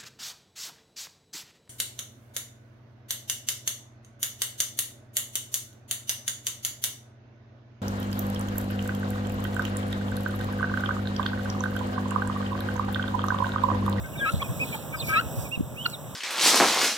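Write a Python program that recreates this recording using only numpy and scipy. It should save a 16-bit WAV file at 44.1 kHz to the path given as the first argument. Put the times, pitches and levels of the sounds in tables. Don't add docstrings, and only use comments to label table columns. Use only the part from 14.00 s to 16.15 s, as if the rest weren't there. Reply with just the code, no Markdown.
import sys
import numpy as np
from scipy import signal
from scipy.fft import rfft, irfft, next_fast_len
from scipy.io import wavfile
from scipy.ndimage import uniform_filter1d, map_coordinates

SR = 44100
rng = np.random.default_rng(int(sys.argv[2]) if len(sys.argv) > 2 else 0)


def wav_out(sig):
    wavfile.write(sys.argv[1], SR, np.round(np.clip(np.atleast_2d(sig).T, -1, 1) * 32767).astype(np.int16))


N = 94815

FAR_MIC_DB = -19
ADULT_LAG_MS = 0.15
RASP_RATE_HZ = 960
AIR_HZ, AIR_WIDTH_HZ = 2496, 1100
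LOW_PHASE = 2.21


def amp(db):
    return 10 ** (np.asarray(db) / 20)


def unit(x):
    return x / np.sqrt(np.mean(x ** 2) + 1e-20)


def read(points, hz):
    f, value = np.transpose(points)
    return np.interp(np.log(hz + 1), np.log(f), value)


def add(mix, s, sound):
    part = mix[:, max(round(s * SR), 0):][:, :sound.shape[1]]
    part += sound[:, :part.shape[1]]


def wander(size, rate_hz):
    f = np.fft.rfftfreq(N, 1 / SR)
    spectrum = rfft(rng.standard_normal(N)) / (1 + (f / rate_hz) ** 4)
    return unit(irfft(spectrum, N))[:size]


def hiss(size, centre_hz, width_hz):
    strength = wander(size, width_hz)
    hz = centre_hz + width_hz / 2 * wander(size, 300)
    return np.sqrt(2) * strength * np.cos(2 * np.pi * np.cumsum(hz) / SR)


def place(x, lag_ms, far_db=FAR_MIC_DB):
    at = np.arange(len(x)) - lag_ms * SR / 1000
    left = amp(far_db) * map_coordinates(x, [at], order=3)
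    return np.array([left, x])


def syrinx(hz, gain, overtones_db, jitter, rasp=0):
    phase = 2 * np.pi * np.cumsum(hz * (1 + jitter * wander(len(hz), 240))) / SR
    overtones = sum(amp(db) * np.sin((k + 2) * phase) for k, db in enumerate(overtones_db))
    tone = np.sin(phase) + overtones
    return np.sqrt(2) * gain * tone * (1 + rasp * wander(len(hz), RASP_RATE_HZ))


def arch(length):
    u = np.linspace(0, 1, round(length * SR))
    return u, np.abs(np.sin(np.pi * u))


def follow(curve):
    s, hz, db = np.transpose(curve)
    t = np.arange(s[0], s[-1], 1 / SR)
    return np.interp(t, s, hz), np.interp(t, s, db)


# t/s, f/Hz, level/dB
UPPER_CURVES = [
    [(.194, 1610, -46), (.204, 1616, -37), (.214, 1647, -28.5), (.234, 1633, -24.5), (.251, 1643, -25.5),
     (.267, 1580, -38), (.277, 1680, -41), (.302, 1780, -48)],
    [(1.083, 1526, -47), (1.097, 1587, -35), (1.124, 1522, -29.5), (1.133, 1632, -23.5), (1.141, 1647, -26),
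     (1.152, 1620, -26.5), (1.168, 1694, -32), (1.203, 2050, -40)],
]
UPPER_OVERTONES = [-27]


def upper_voice():
    out = np.zeros((2, N))
    for curve in UPPER_CURVES:
        hz, db = follow(curve)
        voice = syrinx(hz, amp(db), UPPER_OVERTONES, jitter=0.0058, rasp=0.032)
        add(out, curve[0][0], place(voice, ADULT_LAG_MS))
    return out


RASP_DB, AIR_DB = -33, -16
FULL_DB, OVERTONE_GROWTH = -23, 1.2
# t/s, f/Hz, level/dB
LOWER_CURVES = [
    [(.24, 1448, -54), (.255, 1374, -32), (.263, 1281, -24.5), (.275, 1265, -26.5), (.290, 1330, -25),
     (.300, 1360, -25.5), (.305, 1470, -40), (.310, 1390, -38), (.317, 1400, -52)],
    [(1.083, 1305, -65), (1.097, 1289, -32.5), (1.122, 1274, -29.5), (1.147, 1330, -31),
     (1.160, 1274, -21.5), (1.170, 1266, -18.5), (1.180, 1323, -20.5), (1.191, 1350, -23.5),
     (1.201, 1460, -24), (1.207, 1560, -51), (1.212, 1520, -27), (1.219, 1460, -61)],
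]
LOWER_OVERTONES = [-6.5, -14.5, -30.5]


def lower_voice():
    out = np.zeros((2, N))
    for curve in LOWER_CURVES:
        hz, db = follow(curve)
        effort_db = np.minimum(db - FULL_DB, 0) * OVERTONE_GROWTH
        overtones = [level + effort_db for level in LOWER_OVERTONES]
        voice = syrinx(hz, amp(db), overtones, jitter=0.0027, rasp=amp(RASP_DB + effort_db))
        air = amp(db + AIR_DB) * hiss(len(hz), AIR_HZ, AIR_WIDTH_HZ)
        add(out, curve[0][0], place(voice + air, ADULT_LAG_MS))
    return out


# start t/s, length t/s, f/Hz, peak level/dB
QUIET_NOTES = [(0.04, 0.04, 1540, -42), (0.032, 0.029, 2160, -44.5), (0.151, 0.023, 1543, -46),
               (0.15, 0.023, 2300, -42), (0.18, 0.037, 2350, -43), (0.226, 0.062, 2340, -37),
               (0.265, 0.039, 2170, -40), (0.719, 0.036, 2365, -34), (.738, 0.016, 3180, -42),
               (0.922, 0.043, 2315, -36.5), (0.936, 0.025, 1557, -35.5), (0.939, 0.021, 1276, -33.5),
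               (0.981, 0.05, 3575, -40.5), (1.069, 0.067, 2297, -31), (1.13, 0.026, 2334, -26),
               (1.139, 0.056, 2144, -39)]


def soft_notes():
    out = np.zeros((2, N))
    for start, length, hz, db in QUIET_NOTES:
        u, swell = arch(length)
        note = syrinx(hz + 0 * u, amp(db) * swell ** 0.72, [], jitter=0.0088, rasp=0.21)
        add(out, start, place(note, ADULT_LAG_MS))
    return out


CLUCK_FALL = 0.15
CLUCK_SHARP = 2.6
CLUCK_AIR_DB, CLUCK_FAR_MIC_DB = -16.5, -8
# centre t/s, length t/s, f/Hz, peak level/dB, 2nd and 3rd harmonic level/dB, left lag t/ms
CLUCK_NOTES = [(0.4259, 0.026, 1097, -27, -20, -1.5, 0.17), (.754, .028, 863, -30.5, -13, -22, 0.25),
               (1.862, .019, 1414, -22.5, -2.5, -6, -0.14)]


def clucks():
    out = np.zeros((2, N))
    for centre, length, hz, db, second_db, third_db, lag_ms in CLUCK_NOTES:
        u, swell = arch(length)
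        falling_hz = hz * (1 - CLUCK_FALL * (u - .5))
        gain = amp(db) * swell ** CLUCK_SHARP
        tone = syrinx(falling_hz, gain, [second_db, third_db], jitter=0.0067, rasp=0.33)
        puff_gain = amp(db + CLUCK_AIR_DB) * swell ** (2 * CLUCK_SHARP)
        puff = puff_gain * hiss(len(u), AIR_HZ, AIR_WIDTH_HZ)
        add(out, centre - length / 2, place(tone + puff, lag_ms, CLUCK_FAR_MIC_DB))
    return out


def adult():
    return upper_voice() + lower_voice() + soft_notes() + clucks()


YOUNG_FAR_MIC_DB = -19.5
CHIRP_ARCH, CHIRP_OCTAVE_DB = 1.3, -28
# start t/s, length t/s, start f/Hz, middle f/Hz, end f/Hz, peak level/dB, left lag t/ms
YOUNG_CHIRPS = [(0.124, 0.036, 3110, 2740, 2500, -50, 0.16), (0.169, 0.064, 3780, 3470, 2840, -38, 0.19),
                (0.394, .035, 1810, 2350, 2230, -34.5, 0.067), (0.425, 0.055, 2690, 2470, 2330, -43, 0.12),
                (0.59, 0.063, 2105, 2588, 2110, -26, 0.26), (0.948, 0.067, 5250, 4900, 4600, -49.5, .2),
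                (.994, .03, 4570, 3950, 3350, -30.5, 0.19), (1.022, 0.012, 3550, 3030, 2520, -40, 0.22),
                (1.008, .06, 2660, 2430, 2370, -39.5, 0.27), (1.44, 0.046, 2620, 2370, 2320, -44, 0.28),
                (1.507, 0.064, 2297, 2815, 2320, -30, 0.44), (1.552, 0.015, 3950, 3790, 3700, -46.5, 0.19),
                (1.753, 0.09, 2087, 2915, 2880, -38, 0.27), (1.80, 0.05, 2816, 3080, 3330, -40.5, 0.2),
                (1.842, 0.01, 3800, 3360, 3060, -36, 0.14), (1.848, .012, 2950, 2870, 2700, -29.5, 0.27),
                (1.903, 0.043, 4720, 4320, 4120, -52, 0.14), (1.927, 0.0338, 4026, 3800, 3230, -35, 0.16),
                (1.922, 0.034, 2430, 2300, 2060, -48, 0.24)]


def young():
    out = np.zeros((2, N))
    for start, length, first_hz, middle_hz, last_hz, db, lag_ms in YOUNG_CHIRPS:
        u, swell = arch(length)
        bend = np.polyfit([0, .5, 1], [first_hz, middle_hz, last_hz], 2)
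        gain = amp(db) * swell ** CHIRP_ARCH
        chirp = syrinx(np.polyval(bend, u), gain, [CHIRP_OCTAVE_DB], jitter=0.0057, rasp=0.06)
        add(out, start, place(chirp, lag_ms, YOUNG_FAR_MIC_DB))
    return out


TICK_S = .001
# t/s, f/Hz, level/dB (before a doubling of the gain)
LITTER_TICKS = [(0.061, 5300, -44), (.753, 12500, -30), (1.10, 12000, -32), (1.494, 11000, -39),
                (1.87, 13500, -28.5), (1.9, 6200, -41), (1.90, 12800, -41)]


def litter():
    out, t = np.zeros((2, N)), np.arange(600) / SR
    for s, hz, db in LITTER_TICKS:
        snap = wander(len(t), 2300) * np.cos(2 * np.pi * hz * t) * np.exp(-t / TICK_S)
        add(out, s, place(2 * amp(db) * snap, ADULT_LAG_MS))
    return out


RUSTLE_GRAIN_DB = 3
# centre t/s, half width to 1/e t/s, centre f/Hz, noise width f/Hz, level/dB
PLANT_RUSTLES = [(0.34, 0.048, 3700, 500, -45.5), (.72, 0.085, 3700, 570, -46.5),
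                 (1.09, 0.045, 5300, 1160, -45.5), (1.09, .04, 12000, 2600, -42),
                 (0.31, 0.043, 9500, 2900, -48), (2.2, 0.029, 3600, 487, -40),
                 (1.422, 0.058, 5500, 1100, -51.5)]


def rustles():
    t = np.arange(N) / SR
    swish = np.zeros(N)
    for centre, width, hz, band_hz, db in PLANT_RUSTLES:
        grain = amp(db + RUSTLE_GRAIN_DB * wander(N, 270))
        swell = np.exp(-((t - centre) / width) ** 2)
        swish += grain * swell * hiss(N, hz, band_hz)
    return place(swish, ADULT_LAG_MS)


# centre t/s, half width to 1/e t/s, f/Hz, peak level/dB
AIR_BUMPS = [(.02, 0.044, 74, -31), (.96, .025, 64.7, -38), (1.031, .015, 113, -32),
             (1.44, 0.033, 65.4, -37), (0.3425, 0.004, 131, -13), (0.376, 0.03, 81.6, -26),
             (0.506, 0.013, 124, -23), (1.268, 0.017, 78, -30), (1.387, 0.017, 115, -21.5),
             (1.578, 0.0018, 142, -18), (1.598, 0.0033, 158, -18), (1.609, 0.0031, 251, -14),
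             (1.635, 0.015, 80, -28.5)]


def bumps():
    out = np.zeros((2, N))
    lead = np.array([[LOW_PHASE], [0]])
    for centre, width, hz, db in AIR_BUMPS:
        t = np.arange(N) / SR - centre
        out += amp(db) * np.exp(-(t / width) ** 2) * np.cos(2 * np.pi * hz * t + lead)
    return out


# f/Hz, level/dB
MOTOR_HUM = [(120, -48), (150, -48.5), (527, -60.5)]


def hum():
    out = np.zeros((2, N))
    lead = np.array([[LOW_PHASE / 2], [0]])
    for f, db in MOTOR_HUM:
        wavering_hz = f * (1 + 0.01367 * wander(N, 5.54))
        out += np.sqrt(2) * amp(db) * np.sin(2 * np.pi * np.cumsum(wavering_hz) / SR + lead)
    return out


RUSH_DB = -37
BODY_FOLLOW, TREBLE_FOLLOW = 0.86, 1.0
# f/Hz, relative level/dB per Hz
RUSH_COLOUR = [(20, -16), (45, -40), (75, -13), (130, -1.5), (220, -3), (310, -7.5), (400, -10),
               (560, -5.5), (850, -14.5), (1020, -15), (1400, -23.5), (2000, -30.5), (2500, -24),
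               (3050, -29), (3800, -24), (4300, -42), (4850, -39.5), (5350, -28), (5700, -34), (6000, -25),
               (6500, -36), (7000, -28.5), (7900, -21), (8800, -29), (10500, -30.5), (13000, -22),
               (16000, -22.5)]
# f/Hz, level/dB
LEFT_COLOUR = [(50, 2.5), (150, 2.5), (280, -7), (400, -9), (650, -2), (1000, -6), (1600, 3), (4000, -23),
               (5000, -9.5), (9000, 1), (14000, -12)]
# f/Hz, correlation [0-1]
LIKENESS = [(60, 0.43), (200, 1), (300, 1), (370, 0.75), (560, 0.65), (850, 0.85), (1300, 0.05),
            (4000, 0.017), (15000, 0.024)]
# t/s, body level/dB, treble level/dB
RUSH_SWELL = [(0.0, -45.5, -52.5), (0.42, -39.5, -48), (0.74, -40, -44), (0.75, -41.5, -43),
              (0.77, -42, -48), (0.94, -43, -48), (1.07, -39.5, -44), (1.24, -40.5, -48.5),
              (1.43, -41.5, -43), (1.53, -49, -52.5), (1.74, -46, -52.5), (1.91, -45, -46),
              (1.94, -47, -50.5), (2.15, -43.5, -51.5)]


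def fan(patchy_db=1.16, flicker_db=0.6):
    frames, hz = N // 256 + 5, np.fft.rfftfreq(1024, 1 / SR)
    a, b, c, d, patches = rng.standard_normal((5, frames, 513))
    patches = uniform_filter1d(patches, size=8, axis=0)
    patches = unit(uniform_filter1d(patches, size=16, axis=1))
    s, body, treble = np.transpose(RUSH_SWELL)
    t = np.arange(frames) * 256 / SR
    body, treble = (np.interp(t, s, level - level.mean())[:, None] for level in (body, treble))
    high = read([(2000, 0.036), (11000, 0.94)], hz)
    field = read(RUSH_COLOUR, hz) + (1 - high) * BODY_FOLLOW * body + high * TREBLE_FOLLOW * treble
    flicker = flicker_db * high * rng.standard_normal((frames, 1))
    field = field + patchy_db * patches + flicker
    same = np.clip(read(LIKENESS, hz), 0, 1)
    turn = np.exp(1j * LOW_PHASE * read([(100, 0.51), (310, 0.27), (420, 0)], hz))
    right, own = a + 1j * b, c + 1j * d
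    left = amp(read(LEFT_COLOUR, hz)) * (same * turn * right + np.sqrt(1 - same ** 2) * own)
    spectra = (np.array([left, right]) * amp(field)).swapaxes(1, 2)
    rush = signal.istft(spectra, nperseg=1024, noverlap=768)[1][:, :N]
    return amp(RUSH_DB) * unit(rush) + hum()


YARD_T60, YARD_DB = 0.28, -18


def yard(x):
    t = np.arange(SR // 3) / SR
    shape = (2, len(t))
    sparse = rng.standard_normal(shape) * (rng.random(shape) < .05)
    taps = sparse * (t > .005) * amp(-60 * t / YARD_T60)
    taps *= amp([[FAR_MIC_DB], [0]]) / np.linalg.norm(taps, axis=1, keepdims=True)
    return x + amp(YARD_DB) * signal.fftconvolve(x[1:], taps, axes=1)[:, :N]


def scene():
    return yard(adult() + young() + litter() + rustles()) + fan() + bumps()


CROSS_S, EDGE_HZ = 1 / 2232, 15950
# f/Hz, share of the opposite channel subtracted [0-1]
WIDENER = [(20, 0), (700, 0), (1100, .8), (2000, .99), (4500, .99), (6700, .95), (9000, .68), (11000, .5),
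           (15000, .33)]
# f/Hz, left minus right level/dB
CHANNEL_TILT = [(60, -0.5), (300, 1.5), (950, -1), (1300, 4), (1650, 3), (2100, 2), (3000, -6), (3900, 0.5),
                (4500, -3), (15000, -1)]


def record(dry):
    size = next_fast_len(N + 2048)
    hz, z = np.fft.rfftfreq(size, 1 / SR), rfft(dry, size)
    cross = np.clip(read(WIDENER, hz), 0, 1) * np.exp(-2j * np.pi * hz * CROSS_S)
    tilt = amp(read(CHANNEL_TILT, hz) * np.array([[.5], [-.5]]))
    wide = irfft((z - cross * z[::-1]) * tilt, size)[:, :N]
    band_limit = signal.firwin(511, EDGE_HZ, window=("kaiser", 9), fs=SR)
    return signal.oaconvolve(wide, band_limit[None], "same")


dry = scene()
out = record(dry)
wav_out(out)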